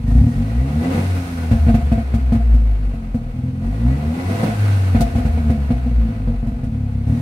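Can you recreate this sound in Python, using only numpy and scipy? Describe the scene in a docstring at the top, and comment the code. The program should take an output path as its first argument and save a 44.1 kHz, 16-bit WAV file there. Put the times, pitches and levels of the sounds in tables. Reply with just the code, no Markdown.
"""A four-cylinder car revs up in a garage, the stereo microphone on the floor near its sports exhaust.
On the throttle, firing pulses ring the pipe and gas rushes from the tip; off it, the engine winds
down in a deep drone while unburnt fuel pops and burbles. It is revved twice, and a third rev begins
at the end. Floor, underbody and walls add quick reflections and a short tail."""
import sys
import numpy as np
from scipy import signal
from scipy.fft import rfft, irfft, next_fast_len
from scipy.io import wavfile
from scipy.ndimage import uniform_filter1d, minimum_filter1d, map_coordinates

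SR = 44100
rng = np.random.default_rng(int(sys.argv[2]) if len(sys.argv) > 2 else 0)


def transcribe(u):
    """Save the signal u as a 16-bit wav file named by the first command-line argument.

    u: samples, shape (n,) or (channels, n), limited to [-1, 1]; the rate is SR.
    q: integer samples, one column per channel.
    """
    v = np.clip(np.atleast_2d(u).T, -1, 1)
    q = np.round(v * 32767).astype(np.int16)
    wavfile.write(sys.argv[1], SR, q)


N = 317961
TIME = np.arange(N) / SR

# Fuel popping in the exhaust. Each row: start in seconds, thump in dB, crack in dB.
FUEL_POPS = [(0.945, -11, -48), (0.975, -12.5, -56), (1.513, -6, -43), (1.667, -12, -53),
             (1.684, -6.5, -50), (1.742, -7, -45), (1.918, -8, -48), (1.977, -13.5, -58), (2.14, -11, -45),
             (2.322, -9, -47), (2.349, -13.5, -58), (2.542, -19, -52.5), (2.937, -22.5, -60),
             (3.145, -15, -53.5), (4.43, -8.5, -42), (4.46, -15, -56), (4.948, -5.5, -51),
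             (5.006, -7.5, -29.5), (5.154, -11, -48), (5.18, -13.5, -49), (5.252, -11, -48),
             (5.375, -16, -67), (5.498, -11, -47.5), (5.705, -9, -50.5), (5.861, -19.5, -60),
             (6.105, -21, -62), (6.275, -16, -60), (6.466, -20.5, -56), (6.633, -19.5, -56)]
# Colours of the rasp at the tip and of the jet hiss. Each row: frequency in Hz, level in dB.
RASP_COLOUR = [(400, 4), (900, 1), (1400, 5.5), (1750, 0.5), (2050, 2.5), (2700, -1.5), (3300, -9.5),
               (4600, -10), (5500, -45), (12000, -40)]
HISS_COLOUR = [(1500, -15), (3500, -1.5), (4500, -1), (6000, -2.5), (7300, -5.5), (8800, -2), (11000, -6.5),
               (15500, -13)]


def firing(turns, speed, ring, controls, uneven=.14, softness=12, surge_db=2.65, octave_db=2,
           idle_db=-22, pull_db=-23, kick_db=-19, boost_db=-26, trail_db=-29, coasting_db=-34):
    """Each firing sends a pulse down the pipe, hotter under throttle; cylinders and strokes vary."""
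    fuel, pedal, kick, boost, trail = controls
    stroke = np.round(turns).astype(int)
    cylinder = np.array([1, -.5, .5, -1])[stroke % 4]
    strength = 1 + uneven * cylinder + .14 * rng.standard_normal(1024)[stroke]
    # a valve stays open for a set crank angle, so the pulses sharpen as the speed rises
    pulses = -strength * sum(np.cos(2 * np.pi * k * turns) / np.sqrt(k) / (1 + (k / softness) ** 2)
                             for k in range(2, 26))
    light = amp(idle_db) * (fuel - pedal) + amp(coasting_db) * (1 - fuel)
    hard = amp(pull_db) * pedal + amp(kick_db) * kick + amp(boost_db) * boost + amp(trail_db) * trail
    hard *= amp(surge_db * wander(16) + octave_db * np.log2(speed / speed.mean()))
    hot_ring = pipe_ring(heat=1.035, direct_db=-38.5)
    exhaust = through(pulses * light, ring) + through(pulses * hard, hot_ring)
    return exhaust / np.std(through(pulses, ring))


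def pipe_ring(heat=1, direct_db=-44, size=16384):
    """The pipe's answer to one pulse: resonances over a faint direct path; heat raises their pitch."""
    # Each row: resonance in Hz, half width in Hz, level in dB.
    resonances = [(55.7, 6.14, 15.5), (104.1, 14, 5), (123.8, 2.7, 3), (148.7, 21, -2.5), (226.24, 7.95, 9),
                  (249.4, 8.4, 3), (277, 3, -22), (354, 13, -26.5), (468.6, 9.5, -14), (508.6, 13.7, -13),
                  (633.4, 5.8, -14.5), (679.5, 5.2, -11.5), (717.7, 9.5, -18.5), (810, 27, -30.5)]
    hz = np.fft.rfftfreq(size, 1 / SR)
    peaks = sum(amp(db) / (1 + ((hz / heat - f) / width) ** 2) for f, width, db in resonances)
    radiated = hz ** 4 / (hz ** 4 + 42 ** 4)  # the open end radiates little deep bass
    muffled = 1 / np.sqrt(1 + (hz / 2200) ** 8)
    log_gain = np.log(np.maximum((peaks + amp(direct_db)) * radiated * muffled, 1e-6))
    mirrored = np.concatenate([log_gain, log_gain[-2:0:-1]])
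    minimum_phase = np.exp(np.conj(signal.hilbert(mirrored)))
    ring = np.fft.ifft(minimum_phase).real[:size // 2]
    return ring / abs(ring).max()


def driving(kick_s=.36, boost_s=.17):
    """Controls from 0 to 1: fuel on, pedal down, opening kick, turbo boost, weak firing after a lift."""
    # Each row: idling fuel on, pedal down and pedal up in seconds, opening kick in dB.
    revs = [(-0.2, 0.06, 1.0, -2.5), (3.33, 3.624, 4.47, -12), (6.652, 7.058, 7.9, -3)]
    fuel, pedal, kick, boost, trail = np.zeros((5, N))
    for idle, down, up, kick_db in revs:
        held = gate(down, up)
        fuel += gate(idle, up)
        pedal += held
        kick += held * amp(kick_db) * np.exp(-((TIME - down) / kick_s) ** 4)
        boost += held * np.exp(np.minimum(TIME - up, 0) / boost_s)
        trail += gate(up, up + .5)
    return fuel, pedal, kick, boost, trail


def gate(start, end, open_s=.022, shut_s=.08):
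    """Like the throttle, opens quickly at start and shuts more slowly after end."""
    return np.clip((TIME - start) / open_s, 0, 1) * np.clip(1 - (TIME - end) / shut_s, 0, 1)


def drone(turns, speed, controls, level_db=-.5, waver_db=1, upset_db=-9, upset_s=.059):
    """The gas column swings at the firing rate; with the fuel cut it wavers more and dips at each pop."""
    # Resonances of pipe and garage, fuel on and fuel cut. Each row: firing rate in Hz, level in dB.
    fuelled = [(25, -44), (37, -31), (43, -37), (47, -14), (56, -24), (63, -7.5), (69, -18), (74, -23.5),
               (78, -12.5), (86, -33.5), (93, -15), (105, -20.5)]
    coasting = [(40, -24), (49, -15.5), (57, -10.5), (68, -16.5), (76, -11), (82, -18.5), (86, -26),
                (90, -12), (103, -10), (107, -21)]
    # Swells while the engine winds down. Each row: time in seconds, gain in dB.
    boom = [(1.0, -2), (1.6, -0.5), (2.1, -2), (2.25, 4.5), (2.87, 4), (3.02, -2.5), (4.6, 0.5),
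            (5.45, 0.5), (6.5, -3)]
    fuel, *_, trail = controls
    coasting_db = read(coasting, speed) + curve(boom) + 2.5 * (1 - trail) * wander(14)
    t = np.arange(SR // 4) / SR
    upset = np.zeros(N)
    for start, thump, _ in FUEL_POPS:
        add(upset, start, amp(thump / 2) * t / upset_s * np.exp(1 - (t / upset_s) ** 2))
    coasting_db += upset_db * np.minimum(upset, 1)
    swing = fuel * amp(read(fuelled, speed)) + (1 - fuel) * amp(coasting_db)
    return -swing * amp(level_db + waver_db * wander(20)) * np.cos(2 * np.pi * turns)


def pops(speed, ring, thump_db=5, bark_db=-15, rasp_db=-23, sing_db=-14, crack_db=4, burn_s=.02):
    """Each pop is a push and a short ragged burn in the pipe, with a puff of gas at the tip."""
    t = np.arange(SR // 4) / SR
    swell = 1 - np.exp(-t / .003)
    push, burn, crack = np.zeros((3, N))
    for start, thump, snap in FUEL_POPS:
        add(push, start, amp([thump]))
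        add(burn, start, amp(thump) * swell * np.exp(-t / burn_s))
        crack_s = .025 / (1 + 25 * amp(snap))  # the fiercest cracks are over soonest
        add(crack, start, amp(snap) * swell * np.exp(-t / crack_s))
    harsh = amp(5 * np.log2(speed / speed.mean()))  # fast gas barks, slow gas thuds
    body = through(.03 * burn * rng.standard_normal(N) - push, ring) / np.sqrt(harsh)
    # just after a pull the pipe is still full of rushing gas, and a pop has no deep boom
    just_pulled = np.interp(TIME - .1, TIME, np.gradient(speed)) > 0
    rushing = uniform_filter1d(1. * just_pulled, size=2000)
    body = (1 - rushing) * body + rushing * band(body, 170, 960)
    linger = np.exp(-1 / (.045 * SR))  # the tailpipe sings on after the burn
    afterglow = signal.lfilter([1 - linger], [1, -linger], burn)
    sing = amp(sing_db) * afterglow * whistle(np.full(N, 698.), width_hz=17)
    bark = burn * (amp(bark_db) * turbulence(ring) + amp(rasp_db) * noise(RASP_COLOUR))
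    return amp(thump_db) * body + harsh * (bark + sing) + amp(crack_db) * crack * noise(HISS_COLOUR)


def burble(turns, ring, controls, level_db=-20, share=.68):
    """While the engine winds down, stray strokes burn weakly in the pipe."""
    fuel, *_, trail = controls
    strokes = np.flatnonzero(np.diff(np.floor(turns)))
    chance, size = rng.random((1024, 2))[:len(strokes)].T
    coasting = (fuel + trail)[strokes] == 0
    push = np.zeros(N)
    push[strokes] = -size * (chance < share) * coasting
    heat_db = np.interp(TIME, [3, 5], [-3, 5])  # the hotter pipe burbles more after the second rev
    return through(push * amp(level_db + heat_db), ring)


def gas(turns, speed, ring, controls, puffing=.14):
    """Gas leaves the tip in puffs, one a firing; it whistles high under load and lower when coasting."""
    # Flow grows with engine speed. Each row: firing rate in Hz, then rumble, rasp and hiss in dB.
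    flow = [(38.5, -42, -51, -63), (59.6, -39, -44.5, -57), (81.3, -33.5, -40, -49.5),
            (97, -31.5, -35, -43)]
    # The treble drifts slowly. Each row: time in seconds, gain in dB.
    treble = [(0, 5.5), (0.45, 5), (0.9, 0), (1.4, 3), (2.2, 0), (3.6, 2.5), (4.1, -1.5), (5.4, -1),
              (7.2, 3)]
    # Added to rumble, rasp and hiss in turn. Each row: dB for full pedal, kick and boost.
    loads = (3.3, 5.5, 6.1), (.86, 4.7, 2.1), (1, 7.9, 1.1)
    fuel, pedal, kick, boost, _ = controls
    rate_hz, *levels = np.transpose(flow)
    rumble_db, rasp_db, hiss_db = (np.interp(speed, rate_hz, level) + np.dot(load, [pedal, kick, boost])
                                   for level, load in zip(levels, loads))
    flutter_db, drift_db = wander(45), curve(treble)
    rumble = amp(rumble_db + flutter_db) * turbulence(ring, ringing_db=-11)
    hiss = amp(hiss_db + drift_db + .5 * flutter_db) * noise(HISS_COLOUR)
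    pulling = amp(-9.3) * pedal * np.sqrt(speed.mean() / speed) * whistle(1770 + 2.7 * speed, width_hz=34)
    coasting = amp(-8) * (1 - fuel) * speed / speed.max() * whistle(1130 + 4 * speed, width_hz=64)
    rasp = amp(rasp_db + .5 * drift_db + flutter_db) * (noise(RASP_COLOUR) + pulling + coasting)
    puff = puffing * np.cos(2 * np.pi * turns)
    return (rumble + rasp) * (1 + puff) + hiss * (1 + .5 * puff)


def turbulence(ring, ringing_db=0):
    """Rumble at the tip: part escapes directly, part sings in the pipe's upper resonances."""
    # Each row: frequency in Hz, level in dB.
    rumble_colour = [(40, -28), (130, 11), (310, 2.5), (400, -3), (500, 3), (590, -8.5), (720, -1.5),
                     (900, -7.5), (1300, -17), (3000, -55)]
    midrange = band(band(noise(rumble_colour), 546, 1060), 546, 1060)
    sung = np.array([through(side, ring) for side in midrange])
    return unit(noise(rumble_colour) + amp(ringing_db) * unit(sung))


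def whistle(hz, width_hz):
    """A fuzzy tone on each side: slow noise carried on the pitch curve hz."""
    fuzz = unit(band(rng.standard_normal((2, N)), 1, width_hz))
    return fuzz * np.cos(2 * np.pi * np.cumsum(hz) / SR)


def churn(ring, level_db=-38):
    """Unsteady flow keeps the pipe's deep resonances stirring between pulses."""
    return amp(level_db) * unit(through(rng.standard_normal(N), ring))


def garage(x, wet_db=-14, t60_s=.99, near_db=-7, count=7):
    """Floor and underbody throw quick reflections at the microphone; the walls return a short tail."""
    t = np.arange(SR // 2) / SR
    tail = rng.standard_normal((2, len(t))) * amp(-60 * t / t60_s) * (t > .006)
    near = np.zeros_like(tail)
    delays = rng.integers(SR // 1000, SR // 80, (2, count))
    np.put_along_axis(near, delays, rng.choice([-1., 1.], (2, count)), 1)
    tail = band(tail / np.linalg.norm(tail[0]), 340, 7000)
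    echoes = amp(wet_db) * tail + amp(near_db) * band(near / np.sqrt(count), 690, 21000)
    return x + signal.oaconvolve(x, echoes, axes=1)[:, :N]


def noise(colour):
    """Coloured noise at both sides of the microphone: alike in the bass, unrelated in the treble."""
    # Each row: frequency in Hz, left-right likeness (1 or more is identical).
    likeness = [(130, 2), (290, 0.64), (640, 0.66), (1400, -0.55), (3100, 0)]
    size = next_fast_len(N, True)
    hz = np.fft.rfftfreq(size, 1 / SR)
    left, other = rfft(rng.standard_normal((2, size)))
    same = np.clip(read(likeness, hz), -1, 1)
    right = same * left + np.sqrt(1 - same ** 2) * other
    return unit(irfft(np.array([left, right]) * amp(read(colour, hz)), size)[:, :N])


def wander(rate):
    """Smooth chance of unit size, changing about rate times a second."""
    return unit(map_coordinates(rng.standard_normal(4096), [TIME * rate], order=3, mode="wrap"))


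def curve(rows):
    """A table's points joined by straight lines in time."""
    return np.interp(TIME, *np.transpose(rows))


def read(points, hz):
    """A spectrum table on a log-frequency axis."""
    f, value = np.transpose(points)
    return np.interp(np.log(hz + 1), np.log(f + 1), value)


def amp(db):
    return 10 ** (np.asarray(db) / 20)


def unit(x):
    return x / np.sqrt(np.mean(x ** 2) + 1e-20)


def add(mix, start_s, sound):
    part = mix[max(round(start_s * SR), 0):][:len(sound)]
    part += sound[:len(part)]


def band(x, lo_hz, hi_hz):
    return signal.sosfilt(signal.butter(2, [lo_hz, hi_hz], "band", fs=SR, output="sos"), x)


def through(x, ring):
    return signal.oaconvolve(x, ring)[:N]


def scene():
    """The exhaust close by, following engine speed and pedal, with the garage around it."""
    # Each row: time in seconds, firings a second.
    engine_speed = [(0.075, 24.8), (0.7, 70.5), (0.93, 92), (1.06, 92.7), (1.6, 76.3), (2.4, 59.6),
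                    (3.23, 39.6), (3.62, 43.8), (4.24, 90.3), (4.41, 108), (4.56, 105.6), (5.2, 81),
                    (5.5, 74.5), (5.8, 63.2), (6.78, 35), (7.04, 33.4), (7.21, 43)]
    speed, controls = curve(engine_speed), driving()
    turns = np.cumsum(speed * (1 + .003 * wander(30))) / SR  # one turn of phase a firing
    ring = pipe_ring()
    engine = firing(turns, speed, ring, controls) + drone(turns, speed, controls)
    airflow = churn(ring) + gas(turns, speed, ring, controls)
    return garage(engine + airflow + burble(turns, ring, controls) + pops(speed, ring))


def record(dry, ceiling=.9, edge_hz=15700):
    """The microphone is duller on the left; a limiter holds the peaks, and the top treble is cut."""
    # Each row: frequency in Hz, left minus right in dB.
    balance = [(60, 1), (300, 0), (2400, -0.1), (5000, -2.5), (9000, -1.5), (13000, -13)]
    size = next_fast_len(N + 2048, True)
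    lean = amp(read(balance, np.fft.rfftfreq(size, 1 / SR)))
    sides = np.array([lean, np.ones_like(lean)]) * np.sqrt(2 / (1 + lean ** 2))
    heard = irfft(rfft(dry, size) * sides, size)[:, :N]
    allowed = 1 / np.maximum(abs(heard).max(0) / ceiling, 1)
    heard *= uniform_filter1d(minimum_filter1d(allowed, size=441), size=441)
    lowpass = signal.firwin(1023, edge_hz, window=("kaiser", 9), fs=SR)
    return signal.oaconvolve(heard, lowpass[None], "same")


dry = scene()
out = record(dry)
transcribe(out)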